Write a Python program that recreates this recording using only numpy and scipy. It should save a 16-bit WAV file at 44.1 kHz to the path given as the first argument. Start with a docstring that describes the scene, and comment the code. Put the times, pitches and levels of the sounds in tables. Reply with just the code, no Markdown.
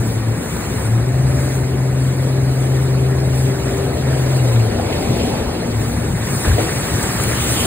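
"""A six-cylinder outboard drones over rushing water, heard from a speedboat's deck: it sags, speeds up,
holds, then is throttled back. Its exhaust booms at the firing rate and its propeller throbs.
Chop rumbles under the hull, the bow wave rushes and bubbles, and spray hisses along the side.
Then the bow drops into a wake: slaps, deep thuds from the ringing hull and a shower over the deck."""
import sys
import numpy as np
from scipy import signal
from scipy.fft import rfft, irfft, next_fast_len
from scipy.io import wavfile
from scipy.ndimage import uniform_filter1d, map_coordinates

SR = 44100
rng = np.random.default_rng(int(sys.argv[2]) if len(sys.argv) > 2 else 0)


def master_out(mix):
    """Clip the mix to full scale and print it as 16-bit PCM to the path in sys.argv[1]."""
    frames = np.transpose(np.atleast_2d(mix))
    ceiling = np.clip(frames, -1, 1)
    pcm = np.round(ceiling * 32767).astype(np.int16)
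    wavfile.write(sys.argv[1], SR, pcm)


N = 337795


def amp(db):
    return 10 ** (np.asarray(db) / 20)


def unit_rms(x):
    return x / np.sqrt(np.mean(x ** 2) + 1e-20)


def along(points, hz):
    """Read (frequency, value) points at hz, on a log axis."""
    freqs, values = np.transpose(points)
    return np.interp(np.log(hz + 1), np.log(freqs + 1), values)


def curves(rows):
    """One value per sample for each column after the time."""
    times, *columns = np.transpose(rows)
    return [np.interp(np.arange(N) / SR, times, column) for column in columns]


def since(start_s):
    """Seconds since start_s, zero before it."""
    return np.maximum(np.arange(N) / SR - start_s, 0)


def held(start_s, length_s, edge_s):
    """A soft gate: fade in, hold, fade out."""
    t = np.arange(N) / SR - start_s
    return (np.tanh(t / edge_s) - np.tanh((t - length_s) / edge_s)) / 2


def swells(rows, edge_s):
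    """A level ride in dB from rows of (time, length, gain)."""
    return sum(db * held(s, length, edge_s) for s, length, db in rows)


def wobble(rate):
    """A smooth random curve, rate knots a second."""
    return map_coordinates(rng.standard_normal(int(N * rate / SR) + 4), [np.arange(N) * rate / SR])


def filtered(x, response):
    """Filter x by a complex response of frequency."""
    size = next_fast_len(N + SR // 2)
    return irfft(rfft(x, size) * response(np.fft.rfftfreq(size, 1 / SR)), size)[..., :N]


def band(hz, skirt_db):
    """A spectrum peaking at hz, skirt_db lower an octave to either side."""
    return [(hz / 4, 3 * skirt_db), (hz / 2, skirt_db), (hz, 0),
            (hz * 2, skirt_db), (hz * 4, 3 * skirt_db)]


# stereo image by frequency, with two treble bands in opposite phase:
# (frequency [Hz], left phase lead [rad], likeness [0-1], left minus right [dB])
STEREO_IMAGE = [(30, 0, .7, 2.5), (70, -.03, .95, 2.3), (130, -.05, .995, 2.1), (260, -.1, .95, 2.1),
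                (420, -.3, .85, 5.7), (620, -1.4, .8, 1.8), (800, -.9, .65, -1), (1250, -.05, .6, 0),
                (1800, .3, .6, 0), (2450, 2.3, .5, -1.3), (3200, 3.05, .58, -.7), (4100, 2.4, .5, -.7),
                (4700, 2.9, .7, 0), (5150, 3.12, .98, 0), (6050, 3.16, .98, 0), (6500, 3.7, .7, 0),
                (7100, 4.7, .6, 0), (7700, 6.25, .98, 0), (9500, 6.3, .98, 0), (10200, 7.9, .55, 0),
                (11000, 9.4, .995, 0), (12900, 9.44, .995, 0), (13400, 11.6, .4, 0), (13900, 12.55, .98, 0)]
def stereo(direct, diffuse=None):
    """Spread a sound between left and right; its diffuse part differs between the sides."""
    freqs, phase, likeness, lean_db = np.transpose(STEREO_IMAGE)
    side = np.array([[1], [-1]])
    lean = lambda hz: amp(side * np.interp(hz, freqs, lean_db) / 2)
    path = lambda hz: lean(hz) * np.exp(.5j * side * np.interp(hz, freqs, phase))
    if diffuse is None:
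        return filtered(direct, path)
    width = lambda hz: np.arccos(np.clip(np.interp(hz, freqs, likeness), 0, 1)) / 2
    shared = filtered(direct, lambda hz: path(hz) * np.cos(width(hz)))
    return shared + side * filtered(diffuse, lambda hz: path(hz) * np.sin(width(hz)))


def rush(spectrum, patchy_db, grain_db, patch_size=10):
    """Stereo water noise, rms 1: random patches in pitch and time, broken into millisecond bursts."""
    cells = signal.stft(rng.standard_normal((2, N)), nperseg=512)[2]
    patches = rng.standard_normal(cells.shape[1:])
    for axis in (0, 1):
        patches = uniform_filter1d(patches, size=patch_size, axis=axis)
    patchy = signal.istft(cells * amp(patchy_db * unit_rms(patches)), nperseg=512)[1][:, :N]
    grainy = patchy * amp(grain_db * wobble(700))
    return unit_rms(stereo(*filtered(grainy, lambda hz: amp(along(spectrum, hz)))))


def grains(count, centre_hz, octaves, cycles, spread_db, rise, samples=400):
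    """Short pings of random pitch and size, rms 1; rise bends each upward as it dies."""
    when, pitch, chance = rng.uniform(size=(3, count, 1))
    tick = np.arange(samples)
    turns = centre_hz * 2 ** (octaves * (pitch - .5)) * tick / SR
    age = turns / cycles
    envelope = amp(-spread_db * np.log(chance + 0.075)) * np.exp(-age) * (1 - tick / samples)
    pings = envelope * np.sin(2 * np.pi * turns * (1 + rise * age))
    positions = (when * N).astype(int) + tick
    return unit_rms(np.bincount(positions.ravel(), pings.ravel(), N)[:N])


def cloud(**settings):
    """Two independent streams of grains, spread in stereo."""
    return stereo(grains(**settings), grains(**settings))


# rough water, swelling across another boat's wake: (time [s], bow wave [dB], hull rumble [dB])
SEA_STATE = [(0, -28.5, -23.5), (.55, -27.5, -24), (1.2, -26.5, -24), (2, -27.5, -26), (3.3, -25.5, -25),
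             (4.45, -23.5, -25), (5.2, -21, -21.5), (6.15, -28, -23.5), (6.7, -24.5, -23.5),
             (7.66, -24.5, -20.5)]
# the dark bed under the hull: (frequency [Hz], relative density [dB])
RUMBLE_SPECTRUM = [(20, -27), (35, -16), (50, -9), (68, 1.5), (92, -2.5), (115, -1), (160, -3), (240, -7.5),
                   (330, -10.5), (500, -28), (1000, -70)]
def hull_rumble():
    """Chop rumbles under the hull."""
    _, rumble_db = curves(SEA_STATE)
    return amp(rumble_db) * rush(RUMBLE_SPECTRUM, patchy_db=1, grain_db=-0.5)


# hull panel resonances: (pitch [Hz], width [Hz], relative level [dB])
PANEL_MODES = [(113.8, 11.8, 2.5), (136.95, 4.5, 3), (188.6, 6.2, -9), (236.3, 29, -13.5)]
# broken water shakes the panels: (time [s], length [s], boost [dB])
PANEL_SHAKES = [(5.75, 0.84, 8.5), (6.92, 1, 5.5)]
def panel_drumming(trim_db=-8):
    """Shaken at random by the water, the panels drum at their own pitches."""
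    ringing = lambda f: sum(amp(db) / (1 + 2j * (f - hz) / width) ** 2 for hz, width, db in PANEL_MODES)
    drumming = unit_rms(stereo(filtered(rng.standard_normal(N), ringing)))
    _, rumble_db = curves(SEA_STATE)
    return amp(rumble_db + trim_db + swells(PANEL_SHAKES, edge_s=0.086)) * drumming


# spells of panel hum: (time [s], length [s], level [dB])
HUM_SPELLS = [(4.665, 0.2, -26.5), (5.081, 0.28, -26), (5.397, 0.39, -29.5), (5.822, .2, -27.5),
              (6.05, .28, -31)]
def panel_hum(waver_db=1.1, wander_rad=0.45):
    """The highest panel hums on and off across the wake."""
    envelope = sum(amp(db) * held(s, length, edge_s=0.046) for s, length, db in HUM_SPELLS)
    tone = np.sqrt(2) * np.sin(2 * np.pi * PANEL_MODES[-1][0] * since(0) + wander_rad * wobble(12))
    return stereo(amp(waver_db * wobble(14)) * envelope * tone)


# the body of the bow wave: (frequency [Hz], relative density [dB])
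WAVE_SPECTRUM = [(120, -28), (250, -4), (370, 1), (560, -1.5), (760, -4.5), (1050, -20), (1600, -28),
                 (4000, -56)]
def bow_wave(trim_db=-1.4):
    """The bow wave rushes, louder in rough water."""
    wave_db, _ = curves(SEA_STATE)
    level_db = wave_db + trim_db + 0.15 * wobble(14)
    return amp(level_db) * rush(WAVE_SPECTRUM, patchy_db=0.87, grain_db=0.56)


SHOWER_S, SHOWER_RISE_S = 6.11, 0.16  # the bow digs into the wake and spray comes over the deck
def breaking_db(rest_db, wave_share, step_db, db_per_s, calm_db=-28.5):
    """Level of breaking water: it follows the bow wave, then steps up and drifts in the shower."""
    wave_db, _ = curves(SEA_STATE)
    age = since(SHOWER_S)
    shower_db = step_db * np.minimum(age / SHOWER_RISE_S, 1) + db_per_s * age
    return rest_db + wave_share * (wave_db - calm_db) + shower_db


# the bow cuts a crest: (time [s], length [s], spray boost [dB], splash boost [dB])
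CREST_HITS = [(.02, 0.14, 8.5, 1.5), (0.4, 0.52, 7, 3), (1.292, 0.32, 7, 3), (1.97, 0.35, 2, 0.6),
              (2.517, .33, 3.5, -0.1), (3.33, 0.16, 8, 0), (3.594, 0.28, 4, 1.5), (4.09, 0.53, 4.5, 1),
              (4.92, 0.44, 3.5, -1), (5.76, 0.37, 6, 2.2), (6.306, 0.2, 4, 0.5), (7.01, 0.073, 1.5, 3),
              (7.42, 0.33, 4, -1.5)]
def crest_boosts(edge_s=0.051):
    """Each crest throws up water: level rides in dB for the spray and the splash."""
    return sum(np.outer(boosts, held(s, length, edge_s)) for s, length, *boosts in CREST_HITS)


def splash_db():
    """The level ride shared by the splash and its bubbles."""
    return breaking_db(rest_db=-37, wave_share=0.26, step_db=4.5, db_per_s=1) + crest_boosts()[1]


# the wet midrange: (frequency [Hz], relative density [dB])
SPLASH_SPECTRUM = [(400, -9), (900, 1.5), (1300, 0.5), (1800, 1.2), (2300, -2), (3100, -18), (5000, -47)]
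def splash(bubble_db=-4):
    """The bow wave's crest breaks into splashing noise and small ringing bubbles."""
    flicker = amp(0.45 * wobble(35))
    wash = rush(SPLASH_SPECTRUM, patchy_db=2.3, grain_db=0.4, patch_size=4)
    bubbles = cloud(count=4500, centre_hz=1415, octaves=1.76, cycles=4.7, spread_db=1, rise=0.031)
    return amp(splash_db()) * (flicker * wash + amp(bubble_db) * bubbles)


# the fizz above the splash: (frequency [Hz], relative density [dB])
FROTH_SPECTRUM = [(1500, -22), (2300, 1), (3100, -1.2), (4200, .6), (5400, -3.5), (6500, -9), (9000, -25)]
def froth(crest_share=0.2):
    """Froth fizzes on the breaking bow wave and follows its swing closely."""
    level_db = breaking_db(rest_db=-42, wave_share=1.3, step_db=4.5, db_per_s=-0.5)
    level_db += crest_share * crest_boosts()[0] + 1.06 * wobble(60)
    return amp(level_db) * rush(FROTH_SPECTRUM, patchy_db=3.1, grain_db=-0.5, patch_size=4)


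# the airy top end: (frequency [Hz], relative density [dB])
SPRAY_SPECTRUM = [(2000, -25), (3500, -9), (5400, -3.5), (7000, -.3), (8800, .3), (10300, -.8), (12000, -3),
                  (13400, -6.5), (15600, -7)]
def spray(crest_share=0.74):
    """Fine spray hisses up at each crest and builds through the shower."""
    level_db = breaking_db(rest_db=-38.5, wave_share=0.27, step_db=6.7, db_per_s=3.5)
    level_db += crest_share * crest_boosts()[0] + 0.5 * wobble(45)
    return amp(level_db) * rush(SPRAY_SPECTRUM, patchy_db=2.25, grain_db=0.16, patch_size=5)


def gurgle(pop_trim_db=-10, clump_db=1, churn_db=-35):
    """Single bubbles ring in clumps over the splash; larger, lower ones churn in the wake."""
    small = dict(count=3000, centre_hz=1600, octaves=1.7, cycles=11, spread_db=3, rise=.025)
    pops = stereo(*[amp(clump_db * wobble(25)) * grains(**small, samples=1100) for _ in range(2)])
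    glugs = cloud(count=1800, centre_hz=580, octaves=1.4, cycles=9, spread_db=3, rise=.025, samples=2400)
    churn = amp(churn_db) * held(start_s=4.9, length_s=0.67, edge_s=0.084)
    return amp(splash_db() + pop_trim_db) * pops + churn * glugs


# passing washes: (time [s], length [s], level [dB], centre [Hz])
WATER_SHEETS = [(3.754, 0.97, -31.5, 516), (4.081, 0.27, -36.5, 1800), (4.69, 1, -38, 880),
                (4.8, 0.68, -37.5, 2538), (6.66, 0.65, -42, 1206), (7.402, 0.38, -24.5, 3000)]
def sheets(skirt_db=-28):
    """Sheets of water wash along the hull or over the deck, each a rush about one pitch."""
    return sum(amp(db) * held(s, length, edge_s=0.14)
               * rush(band(hz, skirt_db), patchy_db=4, grain_db=1.5)
               for s, length, db, hz in WATER_SHEETS)


def drops(build_s=0.99, tick_db=-36, splatter_db=-34):
    """Thrown spray lands on the deck as tiny ticks and fatter drops, growing steadily louder."""
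    ticks = cloud(count=6000, centre_hz=4480, octaves=2.34, cycles=2.9, spread_db=7, rise=0)
    splatter = cloud(count=3500, centre_hz=1950, octaves=2.03, cycles=5.5, spread_db=4.5, rise=.02)
    build = since(SHOWER_S + SHOWER_RISE_S) / build_s
    return build * (amp(tick_db) * ticks + amp(splatter_db) * splatter)


# lumps of water hit the bow and deck: (time [s], level [dB], 60 dB decay [s], centre [Hz])
WATER_LUMPS = [(4.796, -23, 0.07, 825), (4.901, -19, 0.064, 663), (4.925, -28, 0.19, 2548),
               (6.446, -20, 0.08, 1550), (6.511, -23, 0.088, 1650), (6.606, -25, .07, 1400),
               (6.692, -22, .06, 1700), (6.72, -24, 0.04, 1850), (6.847, -23, 0.055, 1590),
               (6.967, -26, 0.041, 1510), (7.026, -20, .07, 7960), (7.035, -23, .08, 1600),
               (7.196, -20, 0.069, 1250), (7.235, -16.5, .035, 9500), (7.238, -24, .07, 2010),
               (7.249, -24, .025, 9500), (7.312, -23, 0.07, 1050), (7.33, -24, 0.07, 1700)]
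def splats(rise_s=0.0011, skirt_db=-17):
    """Each lump of water bursts with a sharp, wet splat about its own pitch."""
    track = np.zeros(N + SR)
    t = np.arange(SR // 4) / SR
    freqs = np.fft.rfftfreq(len(t), 1 / SR)
    for s, db, t60, hz in WATER_LUMPS:
        colour = amp(along(band(hz, skirt_db), freqs))
        burst = unit_rms(irfft(rfft(rng.standard_normal(len(t))) * colour, len(t)))
        envelope = amp(db - 60 * t / t60) * (1 - np.exp(-t / rise_s))
        track[round(s * SR):][:len(t)] += envelope * burst
    return stereo(track[:N])


# water smacks the bow: (time [s], relative level [dB], 60 dB decay [s])
SLAP_HITS = [(4.796, -17, 0.066), (4.901, -20, 0.07), (6.45, -13, 0.25), (6.58, -14, 0.35)]
# the colour of a smack: (frequency [Hz], relative density [dB])
SLAP_SPECTRUM = [(120, -15), (320, -2), (520, -4), (720, -6), (950, -24), (1700, -17.5), (2600, -22),
                 (6000, -32), (14000, -44)]
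def bow_slaps(rise_s=0.0025, trim_db=-1):
    """Water smacks the bow in fast, grainy bursts of noise."""
    envelope = sum(amp(db - 60 * since(s) / t60) * (1 - np.exp(-since(s) / rise_s))
                   for s, db, t60 in SLAP_HITS)
    return amp(trim_db) * envelope * rush(SLAP_SPECTRUM, patchy_db=1.5, grain_db=-2)


def ring(modes, start_s, ratio, rise_s):
    """Decaying modes struck at start_s, their pitch scaled by ratio."""
    t = since(start_s)
    tones = sum(amp(db - 60 * t / t60) * np.sin(2 * np.pi * hz * ratio * t) for hz, db, t60 in modes)
    return (1 - np.exp(-t / rise_s)) * tones


# the hollow bow's ring: (pitch [Hz], relative level [dB], 60 dB decay [s])
BOW_RING = [(320.4, 3, 0.26), (369, 0, 0.2), (495, -7, 0.14), (671, 1.5, 0.15), (765, -11, .13)]
# knocks on the bow: (time [s], level [dB], pitch [ratio])
KNOCK_HITS = [(6.448, -24, 0.97), (6.583, -20, 1), (6.606, -29, 1.03)]
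def bow_knocks(rise_s=0.0025):
    """The hardest smacks knock the hollow bow into ringing."""
    return stereo(sum(amp(db) * ring(BOW_RING, s, ratio, rise_s) for s, db, ratio in KNOCK_HITS))


# the hull's lowest modes: (pitch [Hz], relative level [dB], 60 dB decay [s])
HULL_RING = [(60.8, -1, 0.23), (81.7, 2.5, 0.26), (113, -0.5, 0.14)]
# the hull lands: (time [s], level [dB], pitch [ratio])
LANDINGS = [(5.405, -19, 0.76), (5.47, -22, 0.81), (5.75, -11, 1.35), (5.944, -12, 1.4),
            (6.135, -12.5, 1.45), (6.473, -3, 1.03), (6.525, -6.5, 1.3), (6.916, -13, 1.37)]
def hull_thuds(rise_s=0.012):
    """Each landing rings the hull with a deep, soft-edged thud."""
    return stereo(-sum(amp(db) * ring(HULL_RING, s, ratio, rise_s) for s, db, ratio in LANDINGS))


# the propeller throbs harder: (time [s], length [s], boost [dB])
PROPELLER_BITES = [(1.08, 0.35, 11), (2.75, 0.74, 8.5), (3.7, 0.6, 7)]
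def propeller(firing_phase, speed, thrust_db=-37, gear_ratio=1.75, waver_db=1.5):
    """Three geared-down blades throb in uneven water; their thrust falls as the engine slows."""
    blade_phase = firing_phase / gear_ratio + .25 * wobble(10)  # three blades, three firings a turn
    thrust = amp(thrust_db + swells(PROPELLER_BITES, edge_s=0.063)) * speed ** 2
    return thrust * sum(amp(db + waver_db * wobble(4.27)) * np.sin(harmonic * blade_phase)
                        for harmonic, db in [(1, -1), (2, -4)])


# engine orders, every sixth a firing harmonic: (order [multiple of cycle rate], relative level [dB])
ENGINE_ORDERS = [(3, -18), (4, 1.5), (5, -2.5), (7, -7), (8, -6), (9, -9.5), (10, -16), (11, -9.5),
                 (12, -3), (13, -4.5), (14, -6.5), (16, -6), (18, -3.5), (24, -15.5), (27, -7)]
# one order stands out of the water noise: (time [s], length [s], boost [dB], order [multiple])
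ORDER_BOOSTS = [(0.947, 0.13, 13, 18), (1.15, 0.27, 3.5, 12), (1.632, 0.24, 7, 18), (2.25, .3, 5.5, 18),
                (2.7, 0.21, 6.5, 18), (2.98, 0.33, 9, 18), (3.41, 0.22, 13, 18), (3.674, 0.27, 12.5, 18),
                (1.303, .18, 11, 27), (2.05, 0.46, 2, 27), (4.003, 0.26, 4, 27)]
def cylinders(firing_phase, firing_hz, speed, full_speed_db=-35, db_per_octave=17, waver_db=1.5):
    """Unequal cylinders add weaker orders that grow with speed and lift at the highest panel's pitch."""
    cycle_phase, cycle_hz = firing_phase / 6, firing_hz / 6  # six firings in each four-stroke cycle
    panel_hz, width_hz, _ = PANEL_MODES[-1]
    growl = 0
    for order, db in ENGINE_ORDERS:
        boosts = [row[:3] for row in ORDER_BOOSTS if row[3] == order]
        resonance_db = 5 / (1 + ((order * cycle_hz - panel_hz) / width_hz) ** 2)
        level_db = db + resonance_db + swells(boosts, edge_s=0.082) + waver_db * wobble(5.84)
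        phase = order * cycle_phase + 0.31 * wobble(14) + rng.uniform(0, 2 * np.pi)
        growl += amp(level_db) * np.sin(phase)
    return amp(full_speed_db + db_per_octave * np.log2(speed)) * growl


# the exhaust booms near its resonance: (firing rate [Hz], level [dB])
EXHAUST_RESPONSE = [(76, -49), (90, -24), (100, -24.5), (113, -18), (122, -20), (129, -16.5)]
# the boom fades or swells: (time [s], length [s], gain [dB])
BOOM_RIDES = [(.37, 0.45, -15), (.82, 0.054, 3), (.91, 0.12, 6), (1.45, 1, -1), (1.61, .04, -2),
              (2.4, 0.99, 0.5), (3.55, 0.46, -8.5), (4.4, 0.23, 5.5), (4.72, .5, -2)]
def exhaust(firing_phase, firing_hz, flutter_db=1.3, rough_db=0.5):
    """The exhaust booms at the firing rate, with a rough flutter in its level."""
    level_db = along(EXHAUST_RESPONSE, firing_hz) + swells(BOOM_RIDES, edge_s=0.042)
    level_db += flutter_db * wobble(20) + rough_db * wobble(60)
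    return amp(level_db) * np.sin(firing_phase)


# the engine's pitch line: (time [s], firing rate [Hz])
ENGINE_SPEED = [(0, 116.5), (.08, 113.8), (.38, 112.3), (.64, 93.1), (.83, 106.8), (.95, 115.4),
                (1.14, 129.9), (1.35, 131), (1.7, 129.4), (2.3, 131.7), (2.7, 130.4), (3.8, 130.1),
                (4.33, 131.4), (4.62, 113), (5.05, 79.66), (6.5, 77.64), (7, 71.5), (7.66, 69)]
def outboard(pitch_jitter=0.0039):
    """One slightly unsteady crankshaft drives the exhaust, the cylinder orders and the propeller."""
    firing_hz, = curves(ENGINE_SPEED)
    speed = firing_hz / firing_hz.max()
    phase = 2 * np.pi * np.cumsum(firing_hz * (1 + pitch_jitter * wobble(12))) / SR
    drone = exhaust(phase, firing_hz) + cylinders(phase, firing_hz, speed) + propeller(phase, speed)
    return stereo(np.sqrt(2) * drone)


def scene():
    """The outboard over hull and water, then the wake's hits and shower."""
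    engine = outboard()
    hull = hull_rumble() + panel_drumming() + panel_hum()
    water = bow_wave() + splash() + froth() + spray() + gurgle() + sheets()
    wake = drops() + hull_thuds() + bow_knocks() + bow_slaps() + splats()
    return engine + hull + water + wake


def record(dry, low_cut_hz=28, top_hz=15700):
    """Roll off the deepest bass and cut everything above top_hz."""
    return filtered(dry, lambda hz: (hz < top_hz) * hz ** 2 / np.hypot(hz ** 2, low_cut_hz ** 2))


dry = scene()
out = record(dry)
master_out(out)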